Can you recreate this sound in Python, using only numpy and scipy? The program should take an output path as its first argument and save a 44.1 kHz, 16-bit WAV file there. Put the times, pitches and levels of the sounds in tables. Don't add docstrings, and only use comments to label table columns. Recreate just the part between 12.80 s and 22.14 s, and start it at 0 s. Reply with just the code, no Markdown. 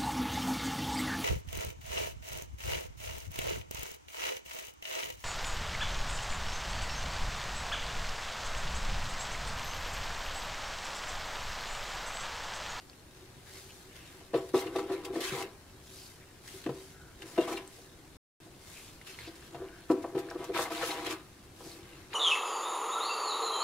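import sys
import numpy as np
from scipy import signal
from scipy.io import wavfile
from scipy.ndimage import uniform_filter1d

SR = 44100
rng = np.random.default_rng(int(sys.argv[2]) if len(sys.argv) > 2 else 0)


def digitize_waveform(pressure):
    field = np.atleast_2d(pressure).T
    bounded = np.clip(field, -1, 1)
    quanta = np.round(bounded * 32767).astype(np.int16)
    wavfile.write(sys.argv[1], SR, quanta)


N = 411894

# pitch_hz, level_db, t60_s
BOWL_MODES = [(195, -22.5, 0.074), (280, -17.5, 0.16), (307.5, -13.5, 0.11), (335, -3, 0.19),
              (362.1, -9, 0.19), (385, -2.5, 0.2), (485.3, 5, 0.069), (553, -7.5, 0.12), (680, 3, 0.055),
              (790, 3, 0.038), (981, 5, 0.035), (1131, 3, 0.032), (1288, -7, 0.092), (1522, -12, 0.16),
              (1792, 0, 0.035), (2340, -15, 0.049), (2590, -26.5, 0.074), (3330, -49.5, .06),
              (3700, -33, .05), (4210, -35, 0.046)]
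# pitch_hz, width_hz, level_db
WALL_TONES = [(1300, 28, -9), (1600, 38, 0), (1810, 37, -6.5), (2110, 55, -0.5), (2340, 45, -6.5),
              (2600, 49, -2.5), (2773, 33, -3), (3030, 40, -5), (3250, 37, -3), (3460, 40, -6),
              (3650, 39, 1.5), (3860, 31, 3.5), (4210, 43, 2.5), (4740, 49, -4), (5140, 70, -5),
              (5640, 36, -1), (6490, 55, -4.5), (6900, 60, -8), (7430, 50, -8.5)]
# pitch_hz, level_db, t60_s
TABLE_MODES = [(138, -2, 0.24), (178, 0, 0.073)]
# pitch_hz, width_hz
HOLLOWS = [(440, 21), (600, 24), (900, 32)]
# start_s, length_s, hiss_db, treble_offset_db, drag_db
FOLDS = [(0.304, 0.21, -78, 0, -62), (0.603, 0.34, -64, 8, -64.5), (0.804, 0.3, -74, 11, -74),
         (0.975, 0.55, -64.5, -0.5, -65), (2.97, 0.46, -72.5, 16, -68), (3.58, 0.33, -60, 4.5, -70),
         (3.85, 0.34, -73.5, 12, -62), (4.783, 0.36, -74, 10, -83), (5.732, 0.5, -65, 8.5, -86),
         (6.23, 0.15, -57.5, 1, -81), (6.284, 0.29, -56.5, -4, -73), (6.488, 0.3, -66.5, -1, -62.5),
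         (6.82, 0.29, -69, -16, -59), (8.724, 0.32, -65, 8.5, -51.5), (8.883, 0.48, -63.5, -10, -57)]
# start_s, length_s, hiss_db, treble_offset_db, drag_db, hardness_share
SCRAPES = [(1.527, 0.061, -53, -5, -36, 0.3), (1.6, 0.081, -81, 16, -64, 0),
           (1.733, 0.081, -46.5, 0.5, -39.5, 0.82), (1.81, 0.087, -64, 0, -36, 0.21),
           (1.913, 0.13, -60, -4, -37.5, 0.18), (1.943, 0.031, -60, -5, -60, .3),
           (2.11, 0.021, -50.5, -0.5, -60, .3), (2.231, 0.013, -55, 0, -60, .3),
           (2.069, 0.077, -55.5, -9, -37.5, 0.24), (2.15, 0.056, -67, -6, -40, 0.16),
           (2.22, 0.068, -70, -15, -39.5, 0.36), (2.322, 0.096, -53, -3, -38.5, 0.14),
           (2.412, 0.081, -41, -2.5, -44.5, 0.4), (2.497, 0.13, -46.5, -1.5, -38, 0.48),
           (3.887, 0.06, -72, -17, -48, 0.1), (4.378, 0.048, -65, -3, -45, 0.1),
           (4.444, 0.12, -64, 6, -51.5, 0.27), (4.587, 0.065, -49.5, -4.5, -41.5, 0.54),
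           (4.665, 0.068, -49.5, -0.5, -32.5, 0.35), (4.748, 0.029, -47.5, -4, -36.5, 0.45),
           (6.714, 0.14, -73, -12, -48.5, 0.5), (7.089, 0.015, -53, -2, -25, 0.8),
           (7.15, 0.17, -74, -5, -48, 0.15), (7.351, 0.037, -58, -11, -38, 0.6),
           (7.397, 0.15, -66, -14, -43.5, 0.13), (7.572, 0.08, -57, -7, -46, 1),
           (7.65, 0.097, -69, -11, -42, 0.1), (7.732, 0.045, -38.5, -8.5, -40.5, 1),
           (7.771, 0.067, -45.5, 5, -39, 0.7), (7.841, 0.044, -56, -4, -41, 1),
           (7.895, 0.13, -44, -4.5, -41.5, 0.53), (8.019, 0.066, -45.5, 2.5, -46, 0.45),
           (8.072, 0.072, -48.5, -2, -41, 1), (8.129, 0.12, -49.5, -7.5, -38.5, 0.43),
           (8.244, 0.023, -39.5, -4, -60, .2), (8.283, 0.046, -45, -0.5, -37.5, 0.6),
           (9.296, 0.034, -54, -20, -52, 0.2)]
LIFT_T60_S = [
    [0.18],
    [0.08],
    [0.15],
    [0.063],
]
# time_s, favour_hz
DRAG_NOTE = [(2.7, 378.2), (7.0, 348.3)]
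# pitch_hz, density_db
EDGE_COLOUR = [(530, -23.5), (900, -8.5), (990, -5.5), (1380, -6), (1580, -4.5), (1890, -3), (2130, -4),
               (4120, -6), (4930, -8), (10900, -12), (15700, -19.5)]
# start_s, level_db, treble_offset_db
SLIPS = [(1.1558, -40, -6), (1.541, -24.5, -27), (1.689, -45, 7), (1.7447, -29, -15), (1.8672, -33, -14),
         (1.959, -25, -7.5), (1.9865, -29, -5), (2.249, -34, 5), (2.356, -50, -10), (2.405, -30, 5),
         (3.1882, -56, 2), (3.676, -38, 2), (3.8412, -32, -12), (3.863, -31, -14), (3.8901, -35, -10),
         (4.421, -33, -5), (4.56, -33, -23), (4.5787, -23, -13), (4.6094, -35, -9), (4.6776, -47, 10),
         (4.727, -36, 4), (6.2148, -42, -8), (6.2687, -35, -3), (6.3904, -41, -6), (6.556, -43, 3),
         (6.6253, -61, -7), (6.7471, -35, -16), (6.8513, -53, -17), (7.1114, -48.5, 14), (7.118, -52, 6),
         (7.226, -40, 0), (7.351, -36, -19), (7.3786, -32, -7), (7.39, -39.5, 7), (7.4884, -44, -7),
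         (7.504, -39, -1), (7.6425, -40, 9), (7.7478, -33, -12), (7.7672, -39, -11), (7.9129, -55, -7),
         (8.0225, -20.5, -20), (8.108, -26, -6), (8.2615, -28, -14), (8.307, -33, -7), (9.3322, -21.5, -19)]
# pitch_hz, density_db
ROOM_TONE_COLOUR = [(12, -29.5), (20, -5), (116, 3), (186, -6.5), (335, -4), (523, -11), (773, -12),
                    (1240, -17.5), (1550, -16.5), (3210, -42.5), (4240, -24), (9260, -25.5), (15700, -32)]
# pitch_hz, likeness_share
STEREO_LIKENESS = [(60, 1), (400, 0.75), (1000, 0.39), (2500, 0.25), (6000, 0.036), (15000, 0.28)]
# pitch_hz, t60_s
KITCHEN_DECAY = [(200, 0.29), (1000, 0.46), (4000, 0.044), (14000, 0.21)]
# start_s, level_db, pitch_hz
SMACKS = [(0.0993, -37, 4400), (0.1331, -47, 2650), (0.7662, -52, 2070), (2.968, -50, 7500),
          (3.17, -39, 5500), (3.189, -39, 4600), (3.265, -40, 4800), (3.341, -46, 11000),
          (3.865, -36.5, 1740), (4.423, -34, 2860), (4.878, -33, 8060), (5.967, -44, 2480),
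          (6.2155, -40.5, 1970), (6.2937, -47, 2690), (6.346, -41, 2910), (6.3895, -32, 2020),
          (6.452, -45, 2520), (6.557, -45, 4620), (6.6253, -46, 1540), (6.853, -48, 4000),
          (6.887, -45, 2810), (7.008, -41, 10100), (7.4884, -39, 1600), (7.5032, -32.5, 5330),
          (7.5142, -35, 1460), (9.3327, -38, 1900)]
# start_s, length_s, first_hz, last_hz, level_db
SQUELCHES = [(0.652, .06, 1520, 2100, -56), (0.741, 0.07, 2250, 1930, -54), (.72, 0.11, 4700, 4540, -57),
             (0.88, 0.047, 2500, 3180, -56), (1.149, 0.17, 2980, 2600, -59), (3.037, 0.15, 2700, 6000, -62),
             (3.139, 0.18, 4900, 4700, -56), (3.4, 0.049, 2100, 2110, -58), (5.881, 0.26, 2510, 2600, -60),
             (5.957, 0.062, 2500, 1930, -57), (6.04, 0.11, 3700, 3490, -60),
             (6.273, 0.053, 2690, 2600, -53), (6.389, 0.085, 4230, 3980, -53.5),
             (6.392, 0.044, 2110, 2040, -54), (6.432, .07, 2400, 2690, -56),
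             (6.442, 0.068, 3700, 3550, -54), (6.458, .04, 4500, 4750, -53), (8.813, 0.16, 4960, 4010, -54)]
# start_s, level_db, favour_hz, tilt_db_per_octave, free_ms
KNOCKS = [(1.408, -43.5, 377, 12, 25), (1.538, -22, 463, 4, 18), (1.547, -17, 468, -0.5, 8.5),
          (1.559, -21.5, 364, 2, 10), (1.576, -35, 374, 0, 18), (1.598, -39, 343, -5, 30),
          (1.742, -14, 382.5, 3.5, 19.3), (1.753, -19, 369, -2, 13), (1.768, -29, 400, -8, 16),
          (1.858, -32, 365, -13, 22), (1.886, -34, 362, -5, 15), (1.956, -21.5, 365, 13, 24),
          (1.968, -24, 383, -3, 17), (1.986, -24, 391, 13, 18), (2.018, -31, 373, 0, 16),
          (2.058, -31.5, 355, -8, 25), (2.1, -26.5, 340, 10, 14), (2.11, -25.5, 372, -1, 14),
          (2.302, -27, 370, -4, 25), (2.337, -32, 322, 8, 13), (2.358, -22.5, 338, 9, 12),
          (2.370, -24.5, 356, -5, 16), (2.389, -27.5, 393, 4, 14), (2.522, -37, 380, 3, 31),
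          (2.546, -31, 500, 7, 15), (2.587, -40, 387, -11, 28), (2.632, -34.5, 380, -1, 20),
          (2.657, -33, 382, -4, 14), (3.743, -43, 392, -6, 31), (3.864, -24, 300, -3, 23),
          (3.892, -27, 464, 3.5, 15), (4.579, -17, 670, -1.5, 19), (4.587, -15, 351, -7, 22),
          (4.598, -27.5, 670, -0.5, 31), (4.615, -27.5, 360, 0, 20), (4.676, -29, 335, 24, 28),
          (4.741, -30.5, 356, -13, 20), (4.983, -45.5, 314, 4, 28), (5.666, -44, 335, 9, 28),
          (6.297, -46.5, 390, -5, 30), (6.475, -37, 333, 8, 40), (6.747, -35.5, 710, 1, 20),
          (6.8, -35, 365, -12, 18), (6.817, -31.5, 376, 2, 30), (7.103, -12, 316, -3.5, 24),
          (7.107, -24.5, 278, -7, 33), (7.112, -35, 470, 6, 26), (7.137, -23, 337, -1, 14),
          (7.156, -32, 328, -6, 12), (7.196, -34, 323, -7, 14), (7.243, -26, 636, -2.5, 21),
          (7.244, -36, 514, -8, 15), (7.325, -39.5, 403, -15, 45), (7.351, -24.5, 374, 6.5, 14),
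          (7.366, -21.5, 361, -5, 30), (7.513, -33.5, 383, 27, 23), (7.556, -28.5, 361, 8.5, 29),
          (7.604, -32.5, 360, -11, 25), (7.695, -25.5, 395, -1, 29), (7.762, -25, 970, -1, 30),
          (7.79, -20.5, 510, 14, 22), (7.806, -36, 362, -7, 20), (7.908, -30, 680, 10, 22),
          (7.917, -30, 335, 14, 24), (7.942, -36, 335, -1, 29), (8.012, -28, 830, 6, 20),
          (8.032, -23.5, 486, 12, 13), (8.094, -29, 810, -4, 25), (8.125, -36, 790, 4, 36),
          (8.152, -38, 380, -5, 25), (8.269, -26.5, 370, 11, 18), (8.805, -38.5, 520, 9, 29),
          (8.861, -41, 326, 14, 33)]
# start_s, level_db
BUMPS = [(1.551, -41), (2.524, -33.5), (3.892, -32), (5.703, -51), (6.747, -43.5), (7.104, -65),
         (7.351, -38.5), (8.86, -51)]
# start_s, level_db, favour_hz
CLINKS = [(1.545, -55, 2200), (1.755, -40, 2800), (1.765, -38, 3710), (1.776, -40, 2790),
          (1.791, -41, 4200), (1.795, -50, 5640), (1.823, -48, 3230), (1.82, -37.5, 2100),
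          (1.871, -46, 2800), (1.985, -47, 2100), (1.99, -37, 1300), (1.96, -41, 3650), (2.12, -42, 1810),
          (2.135, -47, 3700), (2.355, -42, 1810), (2.46, -40, 2110), (2.56, -44, 2340), (2.625, -44, 2110),
          (2.253, -43.5, 3250), (2.41, -40, 3200), (2.445, -38, 4210), (2.47, -38, 3300), (2.48, -39, 2600),
          (2.531, -42, 1300), (4.58, -48, 1810), (4.579, -38, 2800), (4.61, -40, 2800), (4.63, -41, 3300),
          (4.685, -41, 3230), (4.728, -39.5, 2340), (4.768, -46, 3830), (4.77, -42, 4210),
          (4.772, -37, 2720), (4.775, -37.5, 2280), (5.97, -47, 2500), (5.995, -53, 2110),
          (6.295, -50, 2600), (6.345, -50, 2900), (6.408, -46, 4210), (6.445, -53, 2600),
          (6.462, -50, 2600), (6.47, -51, 3650), (6.478, -51, 4700), (7.765, -28.5, 1300),
          (7.769, -33, 2600), (7.795, -39, 1620), (7.81, -44, 6490), (7.856, -35.5, 2110),
          (7.92, -42, 1300), (7.965, -39, 2110), (8.03, -35, 1300), (8.036, -42, 2800), (8.106, -32, 2110),
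          (8.109, -33, 4200), (8.263, -34, 2700), (8.263, -40, 3230), (8.309, -43, 2600)]
# start_s, length_s, pitch_hz, level_db
SQUEAKS = [(4.078, 0.3, 1480, -58.5), (6.728, 0.35, 1560, -58)]

SOFT_HARDNESS, BITE_S = 0.19, 0.029
SLIP_RISE_MS, SLIP_T60_S = 4.9, 0.054
WALL_DB, WANDER_DB, CRACKLE_DB = -3, 3.5, -10
ROOM_TONE_DB, REVERB_DB = -55.5, -9.0
SQUELCH_WIDTH = 0.3
KNOCK_RISE_MS, JUDDER_MS, SPOON_DAMP_DB, THUMP_DB = 5.4, 8.7, 9.5, -34.
CLINK_SPREAD_OCT, RASP_MS = 0.089, 6.5
MUTE_START_S, MUTE_END_S, TOP_HZ = 5.370, 5.602, 15780


def amp(db):
    return 10 ** (np.asarray(db) / 20)


def unit_rms(x):
    return x / np.sqrt(np.mean(x ** 2) + 1e-20)


def curve_at(points, hz):
    pitches, values = np.transpose(points)
    return np.interp(np.log(hz + 1), np.log(pitches + 1), values)


def add(mix, start_s, sound):
    part = mix[round(start_s * SR):][:len(sound)]
    part += sound[:len(part)]


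def modes(table, detune=1):
    hz, db, t60 = np.transpose(table)[:, :, None]
    t = np.arange(SR // 4) / SR
    return amp(db - 60 * t / t60) * np.sin(2 * np.pi * hz * detune * t)


def stereo_noise(colour, patchy_db, size):
    hop, hz = size // 4, np.fft.rfftfreq(size, 1 / SR)
    a, b, c, d, patches = rng.standard_normal((N // hop + 5, len(hz), 5)).T
    patches = unit_rms(uniform_filter1d(uniform_filter1d(patches, size=3, axis=0), size=14, axis=1))
    likeness = np.clip(curve_at(STEREO_LIKENESS, hz), 0, 1)[:, None]
    left = a + 1j * b
    right = likeness * left + np.sqrt(1 - likeness ** 2) * (c + 1j * d)
    spectra = np.array([left, right]) * amp(curve_at(colour, hz)[:, None] + patchy_db * patches)
    return unit_rms(signal.istft(spectra, nperseg=size, noverlap=size - hop)[1][:, :N])


def grit(per_s, spread_db):
    size = amp(spread_db * np.minimum(rng.exponential(1, N), 5)) * rng.choice([-1, 1], N)
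    return unit_rms(size * (rng.random(N) < per_s / SR))


def stroke_gains(hiss_db, treble_db, drag_db, hardness=SOFT_HARDNESS):
    hard = np.clip(hardness, 0, 1)
    return amp([[hiss_db], [hiss_db + treble_db], [drag_db], [drag_db]]) * [[1], [1], [1 - hard], [hard]]


def stirring():
    gains = stroke_gains(hiss_db=-64.5, treble_db=-1.5, drag_db=-65) * np.ones(N)
    for start_s, length_s, *levels in SCRAPES:
        t = np.arange(0, length_s + .4, 1 / SR)
        release = amp(-60 * np.maximum(t - length_s, 0) / LIFT_T60_S)
        envelope = np.minimum(t / BITE_S, 1) * release
        add(gains.T, start_s, (stroke_gains(*levels) * envelope).T)
    for start_s, length_s, *levels in FOLDS:
        add(gains.T, start_s, (stroke_gains(*levels) * np.hanning(round(length_s * SR))).T)
    return gains


def bowl_ring(favour_hz, octaves, tilt_db=0, detune=1, pull=0):
    apart = np.log2(np.transpose(BOWL_MODES)[0] / favour_hz)
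    share = amp(tilt_db * np.clip(apart, -1, 1)) / (1 + (apart / octaves) ** 2)
    share *= 1 + 1.87 * np.exp(-(apart / 0.082) ** 2)
    bend = 2 ** (-pull * apart * np.exp(-(apart / 0.25) ** 2))
    return share @ modes(BOWL_MODES, detune * bend[:, None])


def spoon_drag(soft, hard):
    (early_s, early_hz), (late_s, late_hz) = DRAG_NOTE
    rings = np.array([bowl_ring(early_hz, octaves=0.4, pull=0.62),
                      bowl_ring(late_hz, octaves=0.49, pull=0.34),
                      bowl_ring(877.0, octaves=0.52)])
    rings /= np.linalg.norm(rings, axis=1, keepdims=True)
    loosened = np.interp(np.arange(N) / SR, [early_s, late_s], [0, 1])
    catches = grit(per_s=700, spread_db=2.4) * np.array([soft * (1 - loosened), soft * loosened, hard])
    rub = signal.oaconvolve(catches, rings, axes=1).sum(0)[:N]
    return signal.sosfilt(signal.butter(6, 295., "high", fs=SR, output="sos"), rub)


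def singing_wall(noise):
    sung = np.zeros_like(noise)
    for hz, width_hz, db in WALL_TONES:
        steps = rng.standard_normal(N // 1500 + 2)
        wander = np.interp(np.arange(N) / 1500, np.arange(len(steps)), steps)
        tone = signal.lfilter(*signal.iirpeak(hz, hz / width_hz, SR), noise)
        sung += amp(db + WANDER_DB * wander) * tone
    return amp(WALL_DB) * sung


def edge_hiss(low_gain, high_gain):
    body, treble = low_gain.copy(), high_gain.copy()
    t = np.arange(6000) / SR
    attack = 1 - np.exp(-1000 * t / SLIP_RISE_MS)
    slip = attack * amp(-60 * t / SLIP_T60_S) / 3
    for start_s, db, treble_db in SLIPS:
        add(body, start_s - .002, amp(db) * slip)
        add(treble, start_s - .002, amp(db + treble_db) * slip)
    flicker = unit_rms(uniform_filter1d(abs(grit(per_s=610, spread_db=1.5)), size=90))
    noise = stereo_noise(EDGE_COLOUR, patchy_db=2.0, size=512) * (0.87 + 0.33 * flicker)
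    noise += singing_wall(noise)
    lows = signal.oaconvolve(noise, signal.firwin(31, 4400, fs=SR)[None], "same")
    return body * unit_rms(lows) + treble * unit_rms(noise - lows)


def batter_crackle(gain):
    out, t = np.zeros(N), np.arange(200) / SR
    pops = grit(per_s=500, spread_db=2.4)
    pitch_slot = rng.integers(0, 12, N)
    for slot, hz in enumerate(np.geomspace(2400., 12000., num=12)):
        grain = np.sin(2 * np.pi * hz * t) * np.exp(-t * hz / 2.8)
        out += signal.oaconvolve(pops * (pitch_slot == slot), grain)[:N]
    return amp(CRACKLE_DB) * gain * unit_rms(out)


def bowl_low_cut(x):
    return signal.sosfilt(signal.butter(4, 115., "high", fs=SR, output="sos"), x)


def bowl_hollows(x):
    for hz, width_hz in HOLLOWS:
        x = signal.lfilter(*signal.iirnotch(hz, hz / width_hz, SR), x)
    return x


def kitchen_reverb(x):
    taps = np.zeros((2, SR // 2))
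    slots = np.arange(200, SR // 2 - 20, 20)
    arrivals = slots + rng.integers(0, 20, (2, len(slots)))
    np.put_along_axis(taps, arrivals, rng.choice([-1., 1.], arrivals.shape), 1)
    hz, t, spectra = signal.stft(taps, SR, nperseg=256)
    decay = amp(-60 * t / curve_at(KITCHEN_DECAY, hz)[:, None])
    tail = signal.istft(spectra * decay, SR, nperseg=256)[1]
    tail /= np.linalg.norm(tail[0])
    left, right = amp(REVERB_DB) * signal.oaconvolve(x, tail, axes=1)[:, :N]
    side = signal.lfilter(*signal.butter(1, 2800., "high", fs=SR), left - right)
    return np.array([left + right + side, left + right - side]) / 2


def room_tone():
    return amp(ROOM_TONE_DB) * stereo_noise(ROOM_TONE_COLOUR, patchy_db=1.04, size=1024)


def batter_smacks():
    out, t = np.zeros(N), np.arange(600) / SR
    for start_s, db, hz in SMACKS:
        chirp = np.sin(2 * np.pi * hz * t * (1 + 15 * t))
        add(out, start_s - .001, amp(db) * chirp * np.exp(-t * hz / 3.5))
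    return out


def batter_squelches():
    out = np.zeros(N)
    for start_s, length_s, first_hz, last_hz, db in SQUELCHES:
        hz = np.geomspace(first_hz, last_hz, round(length_s * SR))
        glide = np.sin(2 * np.pi * np.cumsum(hz) / SR)
        fuzz, lumps = rng.standard_normal((2, SR // 2))[:, :len(hz)]
        pole = np.exp(-np.pi * SQUELCH_WIDTH * first_hz / SR)
        fuzz = unit_rms(signal.lfilter([1], np.poly([pole, pole]), fuzz))
        lumps = amp(1.5 * unit_rms(uniform_filter1d(lumps, size=300)))
        add(out, start_s, amp(db) * fuzz * lumps * glide * np.sqrt(np.hanning(len(hz))))
    return out


def knocks_and_bumps():
    out, ms = np.zeros(N), 1000 * np.arange(SR // 4) / SR
    judders = rng.standard_normal((len(KNOCKS), 3000))
    detunes = 1 + 0.005 * rng.standard_normal((len(KNOCKS), len(BOWL_MODES), 1))
    thump = modes(TABLE_MODES).sum(0) * (1 - np.exp(-ms / 1.1))
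    thump /= abs(thump).max()
    for (start_s, db, favour_hz, tilt_db, free_ms), judder, detune in zip(KNOCKS, judders, detunes):
        force = 0.021 * judder * np.exp(-ms[:len(judder)] / JUDDER_MS)
        force[0] += 1
        ring = bowl_ring(favour_hz, octaves=0.88, tilt_db=tilt_db, detune=detune, pull=0.44)
        knock = signal.fftconvolve(force, ring)[:len(ms)]
        settled = 1 / (1 + np.exp(-(ms - free_ms) / 2.5))
        knock *= (1 - np.exp(-ms / KNOCK_RISE_MS)) * amp(-SPOON_DAMP_DB * settled)
        add(out, start_s - .003, amp(db) * (knock / abs(knock).max() + amp(THUMP_DB) * thump))
    for start_s, db in BUMPS:
        add(out, start_s - .003, amp(db) * thump)
    return out


def edge_clinks():
    out, ms = np.zeros(N), 1000 * np.arange(1500) / SR
    hz, width_hz, level_db = np.transpose(WALL_TONES)
    t60_s = 2.2 / width_hz
    tones = modes(np.transpose([hz, level_db, t60_s]))[:, :4000]
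    for start_s, db, favour_hz in CLINKS:
        rasp = rng.standard_normal(len(ms)) * ms * np.exp(-3 * ms / RASP_MS)
        ping = np.exp(-(np.log2(hz / favour_hz) / CLINK_SPREAD_OCT) ** 2) @ tones
        clink = signal.fftconvolve(rasp, ping)
        add(out, start_s - .002, amp(db) * clink / abs(clink).max())
    return out


def squeaks():
    out = np.zeros(N)
    for start_s, length_s, hz, db in SQUEAKS:
        t = np.arange(0, length_s, 1 / SR)
        noise = rng.standard_normal(len(t))
        fuzz = unit_rms(uniform_filter1d(uniform_filter1d(noise, size=110), size=110))
        add(out, start_s, amp(db) * fuzz * np.sin(2 * np.pi * hz * t) * np.sqrt(np.hanning(len(t))))
    return out


def scene():
    low_hiss, high_hiss, soft_drag, hard_drag = stirring()
    close = bowl_low_cut(knocks_and_bumps() + spoon_drag(soft_drag, hard_drag))
    close += batter_smacks() + squeaks() + edge_clinks() + batter_squelches() + batter_crackle(high_hiss)
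    close = bowl_hollows(close + edge_hiss(low_hiss, high_hiss))
    in_room = close + kitchen_reverb(close)
    left, right = in_room * amp([[.8], [-.8]]) + room_tone() * amp([[.4], [-.4]])
    return np.array([left, np.roll(right, 1)])


def record(dry):
    t = np.arange(N) / SR
    gate = uniform_filter1d(((t < MUTE_START_S) | (t > MUTE_END_S)) * 1., size=60)
    high_cut = signal.firwin(1023, TOP_HZ, window=("kaiser", 9), fs=SR)
    return signal.oaconvolve(dry * gate, high_cut[None], "same")


dry = scene()
out = record(dry)
digitize_waveform(out)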